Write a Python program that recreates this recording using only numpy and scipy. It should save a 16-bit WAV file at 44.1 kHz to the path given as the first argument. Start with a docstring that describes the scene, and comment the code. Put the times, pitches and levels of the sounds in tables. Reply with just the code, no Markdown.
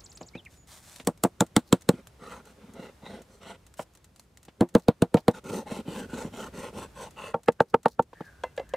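"""Meat on a wooden table outdoors

Close by, a mallet pounds meat under plastic film and the thick table rings in damped modes.
A cleaver saws slices with a grainy rasp, then minces in a quick run; the last chops are farther off.
Film crinkles and wet meat ticks and peels. A small bird twitters at the start and a faint whir
comes in at the end, over the low rumble of open air."""
import sys
import numpy as np
from scipy import signal
from scipy.fft import rfft, irfft, next_fast_len
from scipy.io import wavfile
from scipy.ndimage import uniform_filter1d, map_coordinates

SR = 44100
rng = np.random.default_rng(int(sys.argv[2]) if len(sys.argv) > 2 else 0)


def dump_mix(stems):
    """Bounce the given channels to the path in sys.argv[1] as a 16-bit WAV at rate SR."""
    frames = np.atleast_2d(stems).T  # one column per channel
    limited = np.clip(frames, -1, 1)  # hard clip at full scale
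    pcm = np.round(limited * 32767).astype(np.int16)
    wavfile.write(sys.argv[1], SR, pcm)


N = 386316
T = np.arange(N) / SR
BLOW_N, LEAD_N = SR // 6, SR // 40  # samples in one blow, and before its contact
AGE_S = (np.arange(BLOW_N) - LEAD_N) / SR  # time since contact

# tool dragging on meat and wood: freq_hz, density_db
DRAG_SPECTRUM = [(53, -43.5), (90, -6.5), (124, -12), (199, 5), (293, -3.5), (333, -11), (389, 1), (530, 0),
                 (730, -22), (800, -11.5), (1040, -37.5), (1760, -120)]
# smack of a contact: freq_hz, density_db
SMACK_SPECTRUM = [(100, -39.5), (400, -25.5), (1000, 9.5), (3000, 11.5), (5000, -0.5), (8000, -8.5),
                  (15000, -37)]
# plastic film: freq_hz, density_db
CRINKLE_SPECTRUM = [(290, -45.5), (500, -15.5), (545, 0), (1240, 0), (3060, -2.5), (4070, -1), (4910, -3),
                    (7780, 0.5), (15500, -12.5)]


def mallet():
    """The head squeezes air from under the film, slaps it, and bears down again through the meat."""
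    # blows: start_s, thud_db, knock_db, snap_db, hardness_db, rebound_gain_db
    pounds = [(1.0716,-27.5,-28.5,-6,0,-4), (1.236,-28,-29.5,-2,4,4), (1.406,-23.5,-26,-4.5,5.5,-2.5),
              (1.5637,-19.5,-27,-4.5,4,-8), (1.7257,-16,-22.5,-5,0,-16.5),
              (1.889,-18.5,-20.5,-7.5,-3,-19.5), (4.6076,-19.5,-26.5,-20,-8,-3.5),
              (4.7499,-16.5,-18,-15.5,-5.5,-12.5), (4.883,-18,-19.5,-24,-4.5,-28),
              (5.02,-19,-23.5,-16,-6,-17.5), (5.142,-18,-21,-17.5,-10,-10.5),
              (5.2807,-20,-19.5,-19.5,-2.5,-14)]
    # slap of the film: freq_hz, density_db
    snap_spectrum = [(2500, -16), (5100, -8.5), (6500, -3), (8500, 2), (11500, -12.5), (14000, -14.5),
                     (15500, -8.5)]
    # crack of the head: freq_hz, density_db
    crack_spectrum = [(700, -20.5), (1400, 9), (1800, -2.5), (2600, -6), (3100, -4), (3500, -3), (4200, -3),
                      (5200, -18.5), (8000, -24)]
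    out = np.zeros(N)
    for s, thud_db, knock_db, snap_db, hardness_db, rebound_db in pounds:
        crack_db = thud_db - 12 + hardness_db
        tilt_db_oct = -6.5 + 2.3 * hardness_db  # harder is brighter
        ring_scale = .55 * amp(-.23 * hardness_db)  # softer rings longer
        envelope = swell(.0026, .014) + amp(-24) * swell(.022, .1)
        add(out, s + .001, amp(snap_db - 12) * envelope * contact(snap_spectrum, depth_db=2))
        add(out, s + .0012, amp(crack_db) * burst(envelope * contact(crack_spectrum, depth_db=0)))
        strike = table(thud_db, knock_db, ring_scale, tilt_db_oct, attack_s=.00069, rattle=.54)
        add(out, s + .00107, strike)
        rebound = table(thud_db, knock_db, 1.31 * ring_scale, tilt_db_oct, attack_s=.0023, rattle=1)
        add(out, s + .0115, amp(rebound_db) * rebound)
        add(out, s, amp(thud_db - 25.5) * swell(.062, .11) * noise(DRAG_SPECTRUM))
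    return out


def table(thud_db, knock_db, ring_scale, tilt_db_oct, attack_s, rattle, pitch=1):
    """The struck table: low bending modes, higher knocking modes and a dense rattle of planks."""
    # table top: freq_hz, level_db, base_t60_s
    modes = [(118.5, -6.5, 0.063), (168.5, -1.5, 0.076), (240, 0, 0.073), (329, -6, 0.084),
             (471, -1, 0.063), (543.6, -1.5, 0.041), (614, -2.5, 0.04), (799, -7, 0.049),
             (902, -6.5, 0.061), (1130, -13.5, 0.036), (1376, -12, 0.032)]
    # plank rattle: freq_hz, density_db
    wood_spectrum = [(80, -44), (280, -20), (450, 7.5), (900, 2.5), (1400, -12.5), (2200, -22.5),
                     (5000, -40)]
    load = 1 + .05 * rng.standard_normal()  # weight of tool and meat shifts the low modes
    thud = ring(modes[:4], ring_scale, 2 * attack_s, pitch=pitch * load)
    planks = burst(noise(wood_spectrum) * swell(.0023, .095 * ring_scale))
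    knock = ring(modes[4:], ring_scale, attack_s, tilt_db_oct, pitch) + rattle * planks
    bass_cut = signal.butter(2, 260, "high", fs=SR, output="sos")  # the knock stays clear of the bass
    return amp(thud_db) * thud + amp(knock_db) * burst(signal.sosfilt(bass_cut, knock))


def mincing():
    """The cleaver goes through the mince and bites into the wood with a short crack."""
    # close chops: start_s, force_db, edge_db, ring_scale, tilt_db_oct
    chops = [(7.341,-27,-26,1.18,6.5), (7.4831,-18.5,-8.5,0.67,-2.5), (7.6025,-18,-11,0.65,-2.5),
             (7.7412,-18.5,-13,0.6,2), (7.8562,-19.5,-16,0.65,4.5), (7.9923,-20.5,-26.5,.67,6)]
    # edge contact: freq_hz, density_db
    edge_spectrum = [(100, -34.5), (500, -17), (1300, 12), (2000, -1), (3200, -11.5), (4600, -26.5),
                     (8500, -31.5), (12000, -47), (15500, -44)]
    # wood fibres splitting: freq_hz, density_db
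    bite_spectrum = [(1200, -23), (2500, 6), (4000, -2), (5500, -16), (8500, -17), (12000, -35.5)]
    out = np.zeros(N)
    for s, force_db, edge_db, ring_scale, tilt_db_oct in chops:
        envelope = swell(.0047, .018) + amp(-11.5) * swell(.023, .044)
        add(out, s + .0021, amp(edge_db - 6.5) * envelope * contact(edge_spectrum, depth_db=4))
        bite = burst(swell(.005, .016) * contact(bite_spectrum, depth_db=2))
        add(out, s + .0015, amp(edge_db - 31) * bite)
        strike = table(force_db - 11, force_db, ring_scale, tilt_db_oct, attack_s=.0018, rattle=.21)
        add(out, s + .0007, strike)
        add(out, s, amp(force_db - 14) * swell(.022, .11) * noise(DRAG_SPECTRUM))
    return out


def slicing():
    """The edge saws through fibres: tiny slips shake the table and hiss along the blade."""
    # strokes, one list for fat, one for lean: start_s, length_s, rasp_db, drag_db, hiss_db
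    cuts = [
        [(1.91,.11,-55.5,-50.5,-66), (2.19,.23,-47.5,-46.5,-58.5), (2.44,0.1,-58,-57.5,-66),
         (2.56,0.21,-62,-53,-81), (2.74,0.18,-49.5,-43.5,-65.5), (3.01,.22,-49,-45.5,-65),
         (3.27,0.14,-66.5,-58.5,-68), (3.4,.17,-45,-50,-59.5)],
        [(5.33,0.071,-46,-45.5,-55), (5.435,0.21,-44,-36,-50), (5.655,.17,-40,-38.5,-50.5),
         (5.85,0.22,-40,-38.5,-51.5), (6.085,0.21,-40,-41.5,-51.5), (6.32,.18,-39.5,-41.5,-51.5),
         (6.525,0.19,-40,-43,-52), (6.725,0.15,-41.5,-39,-51.5), (6.945,0.15,-39.5,-46.5,-53),
         (7.155,0.18,-41.5,-52.5,-55)],
    ]
    # rasp, one list for fat, one for lean: freq_hz, density_db
    rasp_spectra = [
        [(320, -24), (550, -1.5), (590, -22), (679, 3), (748, -10.5), (839, -2), (1160, -7.5), (1410, -4),
         (1680, -18.5), (2020, -7), (2290, -15), (4010, -16.5), (4500, -24), (5850, -27), (9900, -120)],
        [(320, -5), (550, 9), (729, -4.5), (884, 9), (966, -1), (1060, 7), (1150, -7), (1420, 4.5),
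         (1640, -12.5), (2020, -5.5), (2330, -12), (2630, -5), (4500, -19), (5850, -55), (9900, -120)],
    ]
    # blade hiss: freq_hz, density_db
    hiss_spectrum = [(2240, -27), (3800, -10), (4180, -1), (5100, -7), (6050, 0.5), (6880, -3.5), (8070, 0),
                     (8810, -2.5), (11900, -13), (14900, -14.5), (15500, -20)]
    # blade breaking through onto the table: start_s, thud_db
    landings = [(2.216,-53.5), (2.79,-48.5), (3.0284,-51), (5.501,-40.5), (5.7148,-37.5), (5.786,-43.5),
                (5.877,-36), (6.13,-36.5), (6.2459,-36.5), (6.575,-47), (6.766,-43)]
    out = np.zeros(N)
    catch = amp(1.5 * wobble(70))  # the edge catches and lets go
    for cut, rasp_spectrum in zip(cuts, rasp_spectra):
        drag = sum(amp(db) * stroke(s, length_s, power=.5) for s, length_s, _, db, _ in cut)
        rasp = sum(amp(db) * stroke(s, length_s, power=.8) for s, length_s, db, _, _ in cut)
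        hiss = sum(amp(db) * stroke(s, length_s, power=1) for s, length_s, _, _, db in cut)
        sawing = rasp > 0
        layers = [(drag, DRAG_SPECTRUM, 400, .99, 2.5),
                  (rasp, rasp_spectrum, 1800, .8, 3.8),
                  (hiss, hiss_spectrum, 2500, .8, 3.8)]
        for envelope, spectrum, per_s, bed, depth_db in layers:
            slips = patchy(grains(spectrum, per_s, bed, size=2 ** 17), depth_db)
            out[sawing] += envelope[sawing] * slips[:sawing.sum()]
    out *= catch
    for s, db in landings:
        landing = table(db, db - 11, ring_scale=1.15, tilt_db_oct=-2, attack_s=.00073, rattle=1.6)
        add(out, s + .00076, landing)
    return out


def far_chops():
    """Lighter chops from farther off knock a little higher and leave the blade ringing."""
    # far chops: start_s, force_db, edge_db, ring_scale, tilt_db_oct
    chops = [(8.4353,-34,-24.5,0.9,4.5), (8.5764,-36.5,-26,0.98,-20), (8.5956,-36,-34.5,1,-35),
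             (8.736,-31,-26,0.96,-16)]
    # cleaver blade: freq_hz, level_db, base_t60_s
    blade_modes = [(500.4, 10, 0.12), (855, -15, 0.21), (1670, 5.5, 0.051), (2048, -6.5, 0.2),
                   (2710, -17, 0.27), (6960, -32, 0.086)]
    out = np.zeros(N)
    for s, force_db, edge_db, ring_scale, tilt_db_oct in chops:
        envelope = swell(.003, .024) + amp(-24) * swell(.0047, .25)
        add(out, s + .00131, amp(edge_db - 8.5) * envelope * contact(SMACK_SPECTRUM, depth_db=3.5))
        thud_db = force_db - 21
        strike = table(thud_db, force_db, ring_scale, tilt_db_oct, attack_s=.0018, rattle=.55, pitch=1.14)
        add(out, s + .0015, strike)
        add(out, s + .00108, amp(edge_db - 13.5) * ring(blade_modes, ring_scale=.66, attack_s=.0023))
    return out


def handling():
    """Film crinkles under the hand and meat flops on the table."""
    # sweeps over the film: start_s, length_s, level_db
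    sweeps = [(0.492,0.098,-63), (0.669,0.14,-51.5), (0.8,.24,-53.5), (3.768,0.072,-51.5), (4.145,0.11,-71)]
    # meat laid down, hand bumps: start_s, smack_db, thud_db, knock_db, ring_scale
    bumps = [(0.209,-31.5,-48.5,-46.5,1.34), (0.3492,-28,-42.5,-48,1.4), (0.9975,-24,-52.5,-53.5,1),
             (1.934,-42,-39.5,-60,1.1), (3.792,-24.5,-45.5,-36,0.84), (4.4807,-29,-54.5,-56,.6),
             (5.168,-18,-44,-36,0.83), (8.1305,-36.5,-62,-51,0.25), (8.206,-34,-41,-42.5,0.56)]
    crinkle = patchy(grains(CRINKLE_SPECTRUM, per_s=1500, bed=.9, size=N), depth_db=2)
    out = crinkle * sum(amp(db) * stroke(s, length_s, power=.45) for s, length_s, db in sweeps)
    for s, smack_db, thud_db, knock_db, ring_scale in bumps:
        add(out, s + .0022, amp(smack_db - 19.5) * swell(.0032, .06) * noise(SMACK_SPECTRUM))
        bump = table(thud_db, knock_db, ring_scale, tilt_db_oct=-2.5, attack_s=.00045, rattle=.9)
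        add(out, s + .001, bump)
    return out


def ticks():
    """Film and wet surfaces tick as they part: a few clear ticks among faint random ones."""
    # clear ticks: start_s, level_db
    clear_ticks = [(0.172,-39.5), (0.45,-43), (0.96,-33.5), (1.175,-45.5), (1.8195,-39), (2.0705,-35.5),
                   (3.7392,-41), (3.9359,-52), (3.9725,-47.5), (4.1602,-42.5), (4.1954,-37), (4.372,-38.5),
                   (5.3115,-39), (7.459,-46), (7.882,-36.5)]
    faint_per_s, faint_db, spread_db = 4, -45.5, .5
    out = np.zeros(N)
    envelope = swell(.0036, .014) + amp(-13) * swell(.0027, .063)
    for s, db in clear_ticks:
        add(out, s + .0011, amp(db - 8.5) * envelope * noise(CRINKLE_SPECTRUM))
    onsets = rng.random(N) < faint_per_s / SR
    impulses = onsets * amp(faint_db + spread_db * rng.standard_normal(N))
    tick = swell(.0053, .045) * noise(CRINKLE_SPECTRUM)
    return out + signal.fftconvolve(impulses, tick / np.abs(tick).max())[:N]


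def squelches():
    """Wet meat peels off the mallet or blade as it lifts."""
    # lifts: start_s, length_s, level_db
    lifts = [(1.655,0.058,-63), (4.789,0.066,-67.5), (5.156,0.065,-61), (7.681,0.037,-64.5),
             (7.888,0.067,-62), (8.229,0.058,-68)]
    # wet peeling: freq_hz, density_db
    peel_spectrum = [(500, -13.5), (2000, -35), (4200, 5.5), (8000, -4.5), (15000, -7)]
    out = np.zeros(N)
    for s, length_s, db in lifts:
        envelope = np.sin(np.pi * np.clip(AGE_S / length_s, 0, 1))
        add(out, s, amp(db) * envelope * grains(peel_spectrum, per_s=760, bed=.27))
    return out


def bird():
    """Six whistled chirps, each a rise and a quick drop, then closing notes; foliage smears them."""
    # closing notes: start_s, length_s, start_hz, end_hz, level_db
    notes = [(0.333,0.048,2130,2790,-46), (0.37,0.039,4150,2830,-49), (.456,0.02,2970,1730,-43.5),
             (0.548,0.11,7030,6770,-61)]
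    period_s, rise_s, drop_s = .056, .022, .011
    out = np.zeros(N)
    for s in .0015 + period_s * np.arange(6):
        rise_db, drop_db = 2 * rng.standard_normal(2) + [-48.5, -46]
        top_hz = 8530 * (1 + .025 * rng.standard_normal())
        add(out, s - rise_s, whistle(rise_s, start_hz=6200, end_hz=top_hz, db=rise_db))
        add(out, s, whistle(drop_s, start_hz=top_hz, end_hz=3400, db=drop_db))
    for s, *note in notes:
        add(out, s, whistle(*note))
    foliage = (rng.standard_normal(BLOW_N) * swell(.001, t60_s=.07))[LEAD_N:]
    return out + amp(-8) * signal.fftconvolve(out, foliage / np.linalg.norm(foliage))[:N]


def whistle(length_s, start_hz, end_hz, db):
    """One gliding note."""
    progress = np.clip(AGE_S / length_s, 0, 1)
    phase = 2 * np.pi * np.cumsum(start_hz * (end_hz / start_hz) ** progress) / SR
    return amp(db) * np.sin(np.pi * progress) * np.sin(phase)


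def whir():
    """A faint narrow band of noise that wanders in pitch."""
    # course of the whir: time_s, pitch_hz, level_db
    course = [(8.133, 1550, -65), (8.171, 1780, -55.5), (8.268, 1650, -53.5), (8.35, 1530, -61.5),
              (8.622, 1550, -69), (8.75, 1750, -51)]
    # skirt around its pitch: offset_hz, density_db
    skirt = [(90, 0), (300, -14), (1500, -32), (5000, -50)]
    s, hz, db = np.transpose(course)
    phase = 2 * np.pi * np.cumsum(np.interp(T, s, hz)) / SR
    return amp(np.interp(T, s, db, left=-120)) * noise(skirt, N) * np.sin(phase)


def open_air():
    """Low rumble and soft hush from all around, alike at both ears only in the bass."""
    # air levels: time_s, rumble_db, hush_db
    levels = [(0,-57.5,-61.5), (.7,-58.5,-67.5), (2.9,-60,-62), (4.2,-61,-69), (5.2,-64.5,-68),
              (6.1,-53.5,-58.5), (7.1,-54,-60.5), (7.4,-65,-69), (8.05,-64,-72.5), (8.2,-59.5,-62.5),
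              (8.76,-57,-66)]
    # rumble: freq_hz, density_db
    rumble_spectrum = [(13, -35.5), (22, -26), (65, 5), (75, -2.5), (92, 0), (129, -4.5), (157, -4.5),
                       (400, -16.5), (520, -57.5), (880, -120)]
    # hush: freq_hz, density_db
    hush_spectrum = [(120, -33.5), (250, -12), (450, -3), (1000, -9.5), (2200, -15.5), (5500, -20.5),
                     (8000, -22), (11000, -25.5), (15500, -30.5)]
    # stereo width: freq_hz, side_gain_db
    width = [(70, -28), (220, -14), (600, -6), (4000, -5)]
    s, rumble_db, hush_db = np.transpose(levels)
    rumble, hush = amp(np.interp(T, s, rumble_db)), amp(np.interp(T, s, hush_db))
    mid, side = [rumble * noise(rumble_spectrum, N) + hush * noise(hush_spectrum, N) for _ in range(2)]
    side = coloured(side, width)
    return np.array([mid + side, mid - side])


def ring(modes, ring_scale, attack_s, tilt_db_oct=0, pitch=1):
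    """Damped modes; each spot struck excites them a little differently."""
    t = np.maximum(AGE_S, 0)
    hz, db, t60_s = np.transpose(modes)[:, :, None]
    scatter_db = 2 * rng.standard_normal(hz.shape)
    detune = 1 + .008 * rng.standard_normal(hz.shape)
    sign = (-1) ** np.arange(len(modes))[:, None]
    gain = sign * amp(db + scatter_db + tilt_db_oct * np.log2(hz / hz[0]))
    decay = np.exp(-np.log(1000) * t / (t60_s * ring_scale))
    tones = gain * decay * np.sin(2 * np.pi * hz * pitch * detune * t)
    return burst(tones.sum(axis=0) * (1 - np.exp(-t / attack_s)))


def contact(spectrum, depth_db):
    """Noise for one blow, uneven in colour by depth_db."""
    return patchy(noise(spectrum), depth_db)


def patchy(x, depth_db):
    """Resonances shift as the contact moves: random gain over frequency and time, rms 1 out."""
    bins = signal.stft(x, nperseg=512)[2]
    field = uniform_filter1d(rng.standard_normal(bins.shape), size=3, axis=0)
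    field = uniform_filter1d(field, size=24, axis=1)
    bins = bins * amp(depth_db * unit(field))
    return unit(signal.istft(bins, nperseg=512)[1][:len(x)])


def stroke(start_s, length_s, power):
    """A hand speeds up and slows to a stop; its noise grows as a power of the speed."""
    out = np.zeros(N)
    moving = (T > start_s) & (T < start_s + length_s)
    speed = np.abs(np.sin(np.pi * (T[moving] - start_s) / length_s))
    out[moving] = speed ** power
    return out


def swell(rise_s, t60_s):
    """Grows 60 dB in rise_s up to the contact, then dies away."""
    fall = np.where(AGE_S < 0, -AGE_S / rise_s, AGE_S / t60_s)
    return amp(-60 * np.minimum(fall, 10))


def grains(spectrum, per_s, bed, size=BLOW_N):
    """Random tiny snaps on a bed of smooth noise, rms 1."""
    snaps = (rng.random(size) < per_s / SR) * rng.standard_normal(size)
    return unit(coloured(unit(snaps) + bed * rng.standard_normal(size), spectrum))


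def noise(spectrum, size=BLOW_N):
    """Coloured noise, rms 1."""
    return unit(coloured(rng.standard_normal(size), spectrum))


def coloured(x, spectrum):
    """Filter by (freq_hz, gain_db) points on a log axis."""
    size = next_fast_len(len(x) + 2048)
    hz, db = np.transpose(spectrum)
    gain = amp(np.interp(np.log(np.fft.rfftfreq(size, 1 / SR) + 1), np.log(hz), db))
    return irfft(rfft(x, size) * gain, size)[:len(x)]


def wobble(knots_per_s):
    """A smooth random curve."""
    return map_coordinates(rng.standard_normal(int(N * knots_per_s / SR) + 4), [T * knots_per_s])


def amp(db):
    """Decibels to gain."""
    return 10 ** (np.asarray(db) / 20)


def unit(x):
    """Scale to rms 1."""
    return x / np.sqrt(np.mean(x ** 2) + 1e-20)


def burst(x):
    """Scale to the energy of 40 ms at rms 1."""
    return x / np.sqrt(np.sum(x ** 2) / (.04 * SR) + 1e-20)


def add(track, contact_s, blow):
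    """Mix a blow into the track with its contact at contact_s."""
    start = round(contact_s * SR) - LEAD_N
    blow = blow[max(-start, 0):]
    part = track[max(start, 0):][:len(blow)]
    part += blow[:len(part)]


def spread(mid, width):
    """A centred source, widened by a few weak reflections."""
    delays_s = [.0011, .0037, .0082]
    echoes = sum(np.pad(mid, (round(s * SR), 0))[:N] for s in delays_s) / np.sqrt(len(delays_s))
    side = coloured(echoes, width)
    return np.array([mid + side, mid - side])


def scene():
    """Blows and bird are nearly mono, rubbing is wider, open air is widest."""
    # width of blows and bird: freq_hz, side_gain_db
    blow_width = [(150, -30), (600, -21), (3000, -20), (9000, -15)]
    # width of rubbing and whir: freq_hz, side_gain_db
    rub_width = [(200, -30), (600, -17), (2000, -12), (7000, -7)]
    narrow = spread(mallet() + mincing() + far_chops() + bird(), blow_width)
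    wide = spread(handling() + ticks() + squelches() + slicing() + whir(), rub_width)
    return narrow + wide + open_air()


def record(dry):
    """Rounds off the loudest peaks and cuts the top of the treble."""
    ceiling, top_hz = .68, 15600
    rounded = dry / (1 + np.abs(dry / ceiling) ** 6) ** (1 / 6)
    lowpass = 1 / (1 + (np.fft.rfftfreq(N, 1 / SR) / top_hz) ** 90)
    return irfft(rfft(rounded) * lowpass, N)


dry = scene()
out = record(dry)
dump_mix(out)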